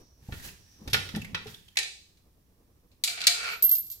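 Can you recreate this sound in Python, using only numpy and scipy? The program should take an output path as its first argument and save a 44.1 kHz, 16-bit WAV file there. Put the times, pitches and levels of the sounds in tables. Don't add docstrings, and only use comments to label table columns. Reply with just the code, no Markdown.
import sys
import numpy as np
from scipy import signal
from scipy.fft import rfft, irfft, next_fast_len
from scipy.io import wavfile
from scipy.ndimage import map_coordinates

SR = 44100
rng = np.random.default_rng(int(sys.argv[2]) if len(sys.argv) > 2 else 0)


def int16_out(signal):
    q = np.round(np.clip(np.atleast_2d(signal).T, -1, 1) * 32767)
    wavfile.write(sys.argv[1], SR, q.astype(np.int16))


N = 176400
T = np.arange(SR // 2) / SR


def struck_steel(hits, modes, colour, ring_db, ring_t60_s, attack_s, pan_db=0, buzz_rad=.7):
    out = np.zeros((2, N))
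    for start_s, db, tilt_db, t60_s in hits:
        ring = 0
        for hz, mode_db in modes:
            gain = amp(mode_db + 2 * rng.standard_normal())
            phase = 2 * np.pi * hz * T + rng.normal(0, 1, (2, 1))
            buzz = buzz_rad * wobble(len(T), rate_hz=160)
            ring += gain * np.sin(phase + buzz)
        blow = noise(len(T)) * fade(t60_s) + amp(ring_db) * ring * fade(ring_t60_s)
        clack = coloured(blow * rise(attack_s), colour, tilt_db, corner_hz=1458)
        add(out, start_s, amp(db) * unit_onset(clack))
    return out * amp([[pan_db], [-pan_db]])


# start in seconds, level in dB, tilt in dB per octave, t60 in seconds.
LOCK_CLICKS = [(.322, -41.5, -6, 0.053), (.34, -49.5, -0.5, 0.045), (.8755, -39.5, 6, 0.052),
               (.898, -47.5, 9.5, 0.15), (.931, -20.5, 5, 0.09), (.9415, -19, -4, 0.042),
               (1.089, -40, 2, 0.05), (1.149, -36, -2.5, 0.031), (1.159, -38.5, 9, 0.053),
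               (1.3455, -27, -3, 0.043), (1.468, -45.5, 2.5, 0.14)]
# frequency in Hz, gain in dB.
LOCK_MODES_DB = [(1420, -3), (1770, 2), (1930, -1), (2030, -4), (2345, -3), (2592, -1), (2685, 0),
                 (3325, 0), (3800, -3), (5392, -1)]
LOCK_SPECTRUM = [(240, -29.5), (400, -9.5), (683, -16.5), (1020, -11), (1420, -0.5), (1590, -6.5),
                 (1930, -3), (3060, -2.5), (3300, -1.5), (5480, -9), (6890, -18), (13300, -25.5),
                 (15500, -43)]

def lock_snaps():
    return struck_steel(LOCK_CLICKS, LOCK_MODES_DB, LOCK_SPECTRUM,
                        ring_db=-21.5, ring_t60_s=.095, attack_s=.0013)


# start in seconds, level in dB, tilt in dB per octave, t60 in seconds.
DOOR_HITS = [(1.7703, -19, -1, .04), (1.787, -23.5, 2, .04), (1.829, -31, 0, .04), (2.17, -67, 2, .1)]
# frequency in Hz, gain in dB.
DOOR_MODES_DB = [(750, 0), (1816, 3), (2274, 3), (2454, 0), (3507, -2), (3980, -1), (4114, 1), (4616, -1)]
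DOOR_SPECTRUM = [(120, -38), (280, -27), (420, -15), (560, -19), (750, -13), (1050, -21), (1500, -11),
                 (1850, -4), (2300, 0), (3200, -2), (4000, 2), (5200, -4), (8000, -7), (11000, -13),
                 (13000, -23), (15500, -36)]

def door_stop():
    return struck_steel(DOOR_HITS, DOOR_MODES_DB, DOOR_SPECTRUM,
                        ring_db=-24.5, ring_t60_s=.12, attack_s=.001, pan_db=1)


# start in seconds, level in dB, tilt in dB per octave, t60 in seconds.
MECHANISM_HITS = [(2.915, -65, -4, 0.13), (3.0378, -19, 2.5, 0.083), (3.0757, -26, -2, 0.039),
                  (3.0805, -28.5, -10.5, 0.023), (3.096, -35, -3, 0.13), (3.176, -37.5, -13, 0.11),
                  (3.2045, -34, -7, 0.12), (3.2158, -29, -4, 0.024), (3.2392, -30, -6.5, 0.059),
                  (3.2685, -12, 1, 0.037), (3.272, -15, -1.5, 0.031), (3.278, -15.5, -3.5, 0.038)]
# frequency in Hz, gain in dB.
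MECHANISM_MODES_DB = [(700, 5), (1814, -3), (2320, 3), (3836, -3), (3989, 0), (4142, -1), (4345, 0),
                      (4560, 1), (4760, 3), (5017, 3), (6330, 4), (6678, 2), (7850, 1)]
MECHANISM_SPECTRUM = [(120, -38), (300, -37), (520, -32), (700, -20.5), (1000, -30.5), (1430, -15.5),
                      (1620, -17.5), (2300, -4), (3100, -3.5), (4200, 2.5), (5600, -5), (7700, -5),
                      (9000, -7.5), (12000, -13), (15500, -19)]

def mechanism_clacks():
    return struck_steel(MECHANISM_HITS, MECHANISM_MODES_DB, MECHANISM_SPECTRUM,
                        ring_db=-28, ring_t60_s=.13, attack_s=.00018, pan_db=1.2, buzz_rad=.4)


# frequency in Hz, level in dB, t60 in seconds, outer (+1) or inner (-1) mode.
COIN_MODES = [(12657, -1, .3, 1), (13215, -4, .15, -1), (13290, -7, .12, -1), (13380, -4, .15, -1),
              (13576, -6, .3, 1), (13608, -14, .25, 1)]

def coin_ring(lean_db=0):
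    flutter_hz, flutter_db, flutter_rad = 60, 2, .45
    ring = 0
    for hz, db, t60_s, side in COIN_MODES:
        gain = amp(db + side * lean_db + flutter_db * wobble(len(T), flutter_hz))
        phase = 2 * np.pi * (hz * T + rng.random((2, 1)))
        ring += gain * np.sin(phase + flutter_rad * wobble(len(T), flutter_hz)) * fade(t60_s)
    return ring


# start in seconds, ring gain in dB, lean to the outer modes in dB, relative click in dB.
COIN_LANDINGS = [(3.6243, -14, -1, -31), (3.639, -16.5, 2, -42), (3.693, -22, -5, -38),
                 (3.713, -17, 4, -34.5), (3.7523, -23.5, -5, -35), (3.781, -28, -2, -55),
                 (3.866, -45, 0, -53), (3.9009, -38, 3, -47), (3.9144, -31, 3, -44.5),
                 (3.9232, -43, -3, -44.5)]
# frequency in Hz, gain in dB.
CLICK_SPECTRUM = [(500, -46), (2500, -14), (4500, 0), (6500, -3), (8000, 0.5), (10500, -5), (13000, 3),
                  (15000, -3.5)]

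def coin_drop():
    flight_s, flight_db, choke_t60_s = 3.49, -31, .047
    out = np.zeros((2, N))
    add(out, flight_s, amp(flight_db) * coin_ring() * rise(.039) ** 2)
    ends_s = [row[0] for row in COIN_LANDINGS[1:]] + [N / SR]
    for (start_s, ring_db, lean_db, click_db), end_s in zip(COIN_LANDINGS, ends_s):
        free_s = min(end_s - start_s - .008, .045)
        choke = amp(-60 * np.clip(T - free_s, 0, None) / choke_t60_s)
        add(out, start_s, amp(ring_db) * coin_ring(lean_db) * choke * rise(.00023))
        burst = noise(len(T)) * (fade(.0059) + amp(-6) * fade(.15))
        add(out, start_s, amp(click_db + 2.5) * unit_onset(coloured(burst, CLICK_SPECTRUM)))
    return out


# centre in Hz, bandwidth in Hz, gain in dB.
CHUTE_MODES = [(420, 80, -8), (720, 150, -14), (1425, 100, 3.5), (1860, 100, -9), (2310, 120, 3.5),
               (2570, 150, 0), (4350, 300, -8)]
# frequency in Hz, gain in dB.
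CHUTE_SPECTRUM = [(120, -35), (200, -18.5), (333, -33.5), (422, -12.5), (992, -11), (1400, -7.5),
                  (2060, -6), (2330, -8.5), (3120, -9.5), (4410, -9.5), (9140, -29.5), (13200, -37),
                  (15500, -51.5)]

def chute(x):
    def response(hz):
        modes = sum(amp(db) * resonance(hz, centre, width) for centre, width, db in CHUTE_MODES)
        return amp(-12.5) + modes
    return coloured(filtered(x, response), CHUTE_SPECTRUM)


# time in seconds, level in dB, the chute's share of the power from 0 to 1.
ROLL_PATH = [(3.03, -120, 0.2), (3.045, -48, 0.3), (3.09, -36.5, 0), (3.17, -46.5, 0.88),
             (3.25, -39.5, 0.97), (3.34, -41, 1), (3.385, -37.5, 0.99), (3.48, -33, 0.87),
             (3.55, -36, 0.97), (3.567, -49.5, 0.84), (3.66, -110, 0.8)]
# start in seconds, level in dB.
WALL_KNOCKS = [(3.412, -40), (3.4577, -33), (3.479, -37), (3.4887, -33)]

def coin_roll():
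    level_db, share = curves(ROLL_PATH)
    in_chute = unit(chute(grit(rate_hz=250, depth_db=1.5)))
    in_mechanism = unit(coloured(grit(rate_hz=1100, depth_db=2), MECHANISM_SPECTRUM))
    out = amp(level_db) * (np.sqrt(share) * in_chute + np.sqrt(1 - share) * in_mechanism)
    for start_s, db in WALL_KNOCKS:
        add(out, start_s, amp(db) * unit_onset(chute(noise(len(T)) * fade(.024))))
    return out


# start in seconds, relative level in dB, pitch of the push in Hz.
CABINET_BUMPS = [(.222, -51.5, 100), (.286, -35.5, 90), (.322, -34.5, 85), (0.816, -44.5, 175),
                 (0.874, -34.5, 88), (0.929, -32, 112.5), (0.961, -37, 140), (1.14, -31.5, 200),
                 (1.164, -30.5, 215), (1.199, -41, 130), (1.331, -38, 125), (1.457, -43.5, 390),
                 (1.478, -43.5, 130)]
# frequency in Hz, level in dB, t60 in seconds.
CABINET_MODES = [(80, 0, .06), (112, 2, .06), (168, 1, .08), (208, 0, .085), (430, 1, .06), (780, 5, .05)]
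# frequency in Hz, gain in dB.
WOOD_SPECTRUM = [(35, -30.5), (85, 5), (200, 0), (420, -8.5), (600, -14), (850, -11), (2500, -58.5),
                 (8000, -91.5)]

def cabinet_thumps():
    focus_db_per_octave = 16
    out = np.zeros((2, N))
    for start_s, db, push_hz in CABINET_BUMPS:
        boom = np.zeros((1, len(T)))
        for hz, mode_db, t60_s in CABINET_MODES:
            gain = amp(mode_db - focus_db_per_octave * abs(np.log2(hz / push_hz)))
            boom += gain * np.sin(2 * np.pi * hz * T) * fade(t60_s)
        knock = coloured(noise(len(T)) * fade(.074), WOOD_SPECTRUM)
        thump = unit_onset(boom, samples=800) + amp(-10) * unit_onset(knock, samples=800)
        add(out, start_s, amp(db + 6) * thump * rise(.0065))
    return out


# start in seconds, pitch in Hz, level in dB.
SQUEAK_SLIPS = [(0.396, 1770, -49), (0.483, 2670, -49.5), (1.215, 2620, -42), (1.244, 2190, -42.5),
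                (1.54, 3450, -46.5), (1.68, 3200, -55), (1.754, 2150, -52)]

def squeaks():
    length_s, width_ratio, rasp_db, rasp_cutoff_hz = .015, .0751, -24.5, 6000
    out = np.zeros((2, N))
    swell = (3 * T / length_s) ** 2 * np.exp(-6 * T / length_s)
    for start_s, pitch_hz, db in SQUEAK_SLIPS:
        def response(hz):
            rasp = amp(rasp_db) / (1 + 1j * hz / rasp_cutoff_hz)
            return resonance(hz, pitch_hz, pitch_hz * width_ratio) + rasp
        tone = filtered(noise(len(T)) * swell, response)
        add(out, start_s, amp(db) * unit_onset(tone, samples=600))
    return out


# time in seconds, level in dB.
SCRAPE_LEVELS = [(0, -61.5), (.1, -95), (.23, -65), (.3, -59), (.34, -49), (.41, -52), (.45, -41),
                 (.495, -47.5), (.53, -61.5), (.62, -68), (.86, -64.5), (1.05, -54), (1.4, -69),
                 (1.5, -50.5), (1.62, -65.5), (2.3, -78)]
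HISS_LEVELS = [(0, -64.5), (.17, -73), (.3, -76.5), (.55, -71), (.72, -63.5), (.85, -66.5), (1, -87.5)]
# frequency in Hz, gain in dB.
SCRAPE_SPECTRUM = [(240, -9.5), (400, -19), (614, -19.5), (796, -12.5), (1320, -13), (1710, -1), (2030, -6),
                   (4290, -6), (12100, -10), (15500, -7)]
HISS_SPECTRUM = [(3000, -25), (5100, -15.5), (5750, -3.5), (6400, -19.5), (9000, -35.5)]

def key_scrape():
    scrape = unit(coloured(grit(rate_hz=150, depth_db=1.2), SCRAPE_SPECTRUM))
    hiss = unit(coloured(noise(N), HISS_SPECTRUM))
    return amp(curves(SCRAPE_LEVELS)[0]) * scrape + amp(curves(HISS_LEVELS)[0]) * hiss


# time in seconds, level in dB.
RUSTLE_LEVELS = [(0, -55), (.14, -70), (.45, -55), (.7, -71), (.85, -50.5), (1.5, -58.5), (1.7, -74.5),
                 (2.45, -67)]
# frequency in Hz, gain in dB.
RUSTLE_SPECTRUM = [(70, 3), (150, -1), (420, -5), (750, -14), (1200, -15.5), (1600, -31), (6000, -44)]

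def hand_rustle():
    brush = unit(coloured(grit(rate_hz=36, depth_db=2.5), RUSTLE_SPECTRUM))
    return amp(curves(RUSTLE_LEVELS)[0]) * brush


# frequency in Hz, t60 in seconds.
ROOM_DECAY = [(80, 1), (400, 0.46), (1500, 0.34), (4000, 0.53), (8000, 0.54), (15000, 0.28)]
# frequency in Hz, gain in dB.
ROOM_SPECTRUM = [(100, 2), (1500, -4.5), (4000, -8.5), (15000, -9)]
# frequency in Hz, left-right correlation.
ROOM_COHERENCE = [(100, 0.92), (300, 0.35), (900, 0.62), (3000, 0.03)]

def room_reverb(x, build_s=.0047):
    hz, t, bands = signal.stft(noise(SR, ROOM_COHERENCE), SR, nperseg=256)
    decay = fade(along(ROOM_DECAY, hz)[:, None], t)
    tail = signal.istft(bands * decay, SR, nperseg=256)[1]
    tail *= rise(build_s, np.arange(tail.shape[1]) / SR)
    tail = coloured(tail / np.linalg.norm(tail[0]), ROOM_SPECTRUM)
    return signal.fftconvolve(x, tail, axes=1)[:, :N]


# frequency in Hz, gain in dB.
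AIR_SPECTRUM = [(15, -45), (25, -19), (59, -1), (193, -16), (233, -20.5), (567, -36), (648, -35),
                (6550, -40), (15500, -33)]

def room_air(level_db=-65.5):
    return amp(level_db) * unit(coloured(noise(N, ROOM_COHERENCE), AIR_SPECTRUM))


# frequency in Hz, left-right correlation.
CLOSE_COHERENCE = [(100, 1), (300, 0.93), (1000, 0.12), (4000, 0.2), (14000, 0.71)]

def noise(size, coherence=CLOSE_COHERENCE):
    def mid_side_gains(hz):
        angle = np.arccos(np.clip(along(coherence, hz), -1, 1)) / 2
        return np.array([np.cos(angle), np.sin(angle)])
    mid, side = filtered(rng.standard_normal((2, size)), mid_side_gains)
    return np.array([mid + side, mid - side])


def grit(rate_hz, depth_db):
    return unit(noise(N) * amp(depth_db * wobble(N, rate_hz)))


def wobble(size, rate_hz):
    knots = rng.standard_normal(int(size * rate_hz / SR) + 4)
    return map_coordinates(np.clip(knots, -2, 2), [np.arange(size) * rate_hz / SR])


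def coloured(x, points, tilt_db=0, corner_hz=100):
    def response(hz):
        db = along(points, hz) + tilt_db * np.log2(np.hypot(1, hz / corner_hz))
        cepstrum = irfft(np.log(amp(db)))
        half = len(cepstrum) // 2
        cepstrum[1:half] *= 2
        cepstrum[half + 1:] = 0
        return np.exp(rfft(cepstrum))
    return filtered(x, response)


def filtered(x, response):
    size = 2 * next_fast_len(x.shape[-1] // 2 + 4096)
    spectrum = rfft(x, size) * response(np.fft.rfftfreq(size, 1 / SR))
    return irfft(spectrum, size)[..., :x.shape[-1]]


def resonance(hz, centre_hz, width_hz):
    return 1j * hz * width_hz / (centre_hz ** 2 - hz ** 2 + 1j * hz * width_hz)


def amp(db):
    return 10 ** (np.asarray(db) / 20)


def unit(x):
    return x / np.sqrt(np.mean(x ** 2) + 1e-20)


def unit_onset(x, samples=220):
    return x / np.sqrt(np.mean(x[:, :samples] ** 2) + 1e-20)


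def rise(tau_s, t=T):
    return 1 - np.exp(-t / tau_s)


def fade(t60_s, t=T):
    return np.exp(-np.log(1000) * t / t60_s)


def along(points, hz):
    knots_hz, values = np.transpose(points)
    return np.interp(np.log(hz + 1), np.log(knots_hz + 1), values)


def curves(rows):
    times_s, *columns = np.transpose(rows)
    return [np.interp(np.arange(N) / SR, times_s, column) for column in columns]


def add(track, start_s, x):
    part = track[:, round(start_s * SR):][:, :x.shape[-1]]
    part += x[..., :part.shape[-1]]


def scene():
    lock = lock_snaps()
    clatter = door_stop() + mechanism_clacks() + key_scrape()
    thumps = cabinet_thumps()
    drop = coin_drop()
    squeak = squeaks()
    roll = coin_roll()
    direct = lock + squeak + drop + clatter + roll + thumps
    send = lock + squeak + drop + amp(1.5) * clatter + amp(-2.5) * roll + amp(-10) * thumps
    return direct + room_reverb(send) + room_air() + hand_rustle()


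# frequency in Hz, left over right in dB.
PORT_BALANCE = [(60, -1), (500, -0.2), (2000, -1.5), (4000, -4), (8000, -1.5), (13000, -4)]

def record(dry):
    left_lead_s, top_hz = .1686e-3, 15750
    side = np.array([[.5], [-.5]])
    def response(hz):
        balance = amp(side * along(PORT_BALANCE, hz))
        lead = np.exp(2j * np.pi * hz * side * left_lead_s)
        return balance * lead / (1 + (hz / top_hz) ** 120)
    return filtered(dry, response)


dry = scene()
out = record(dry)
int16_out(out)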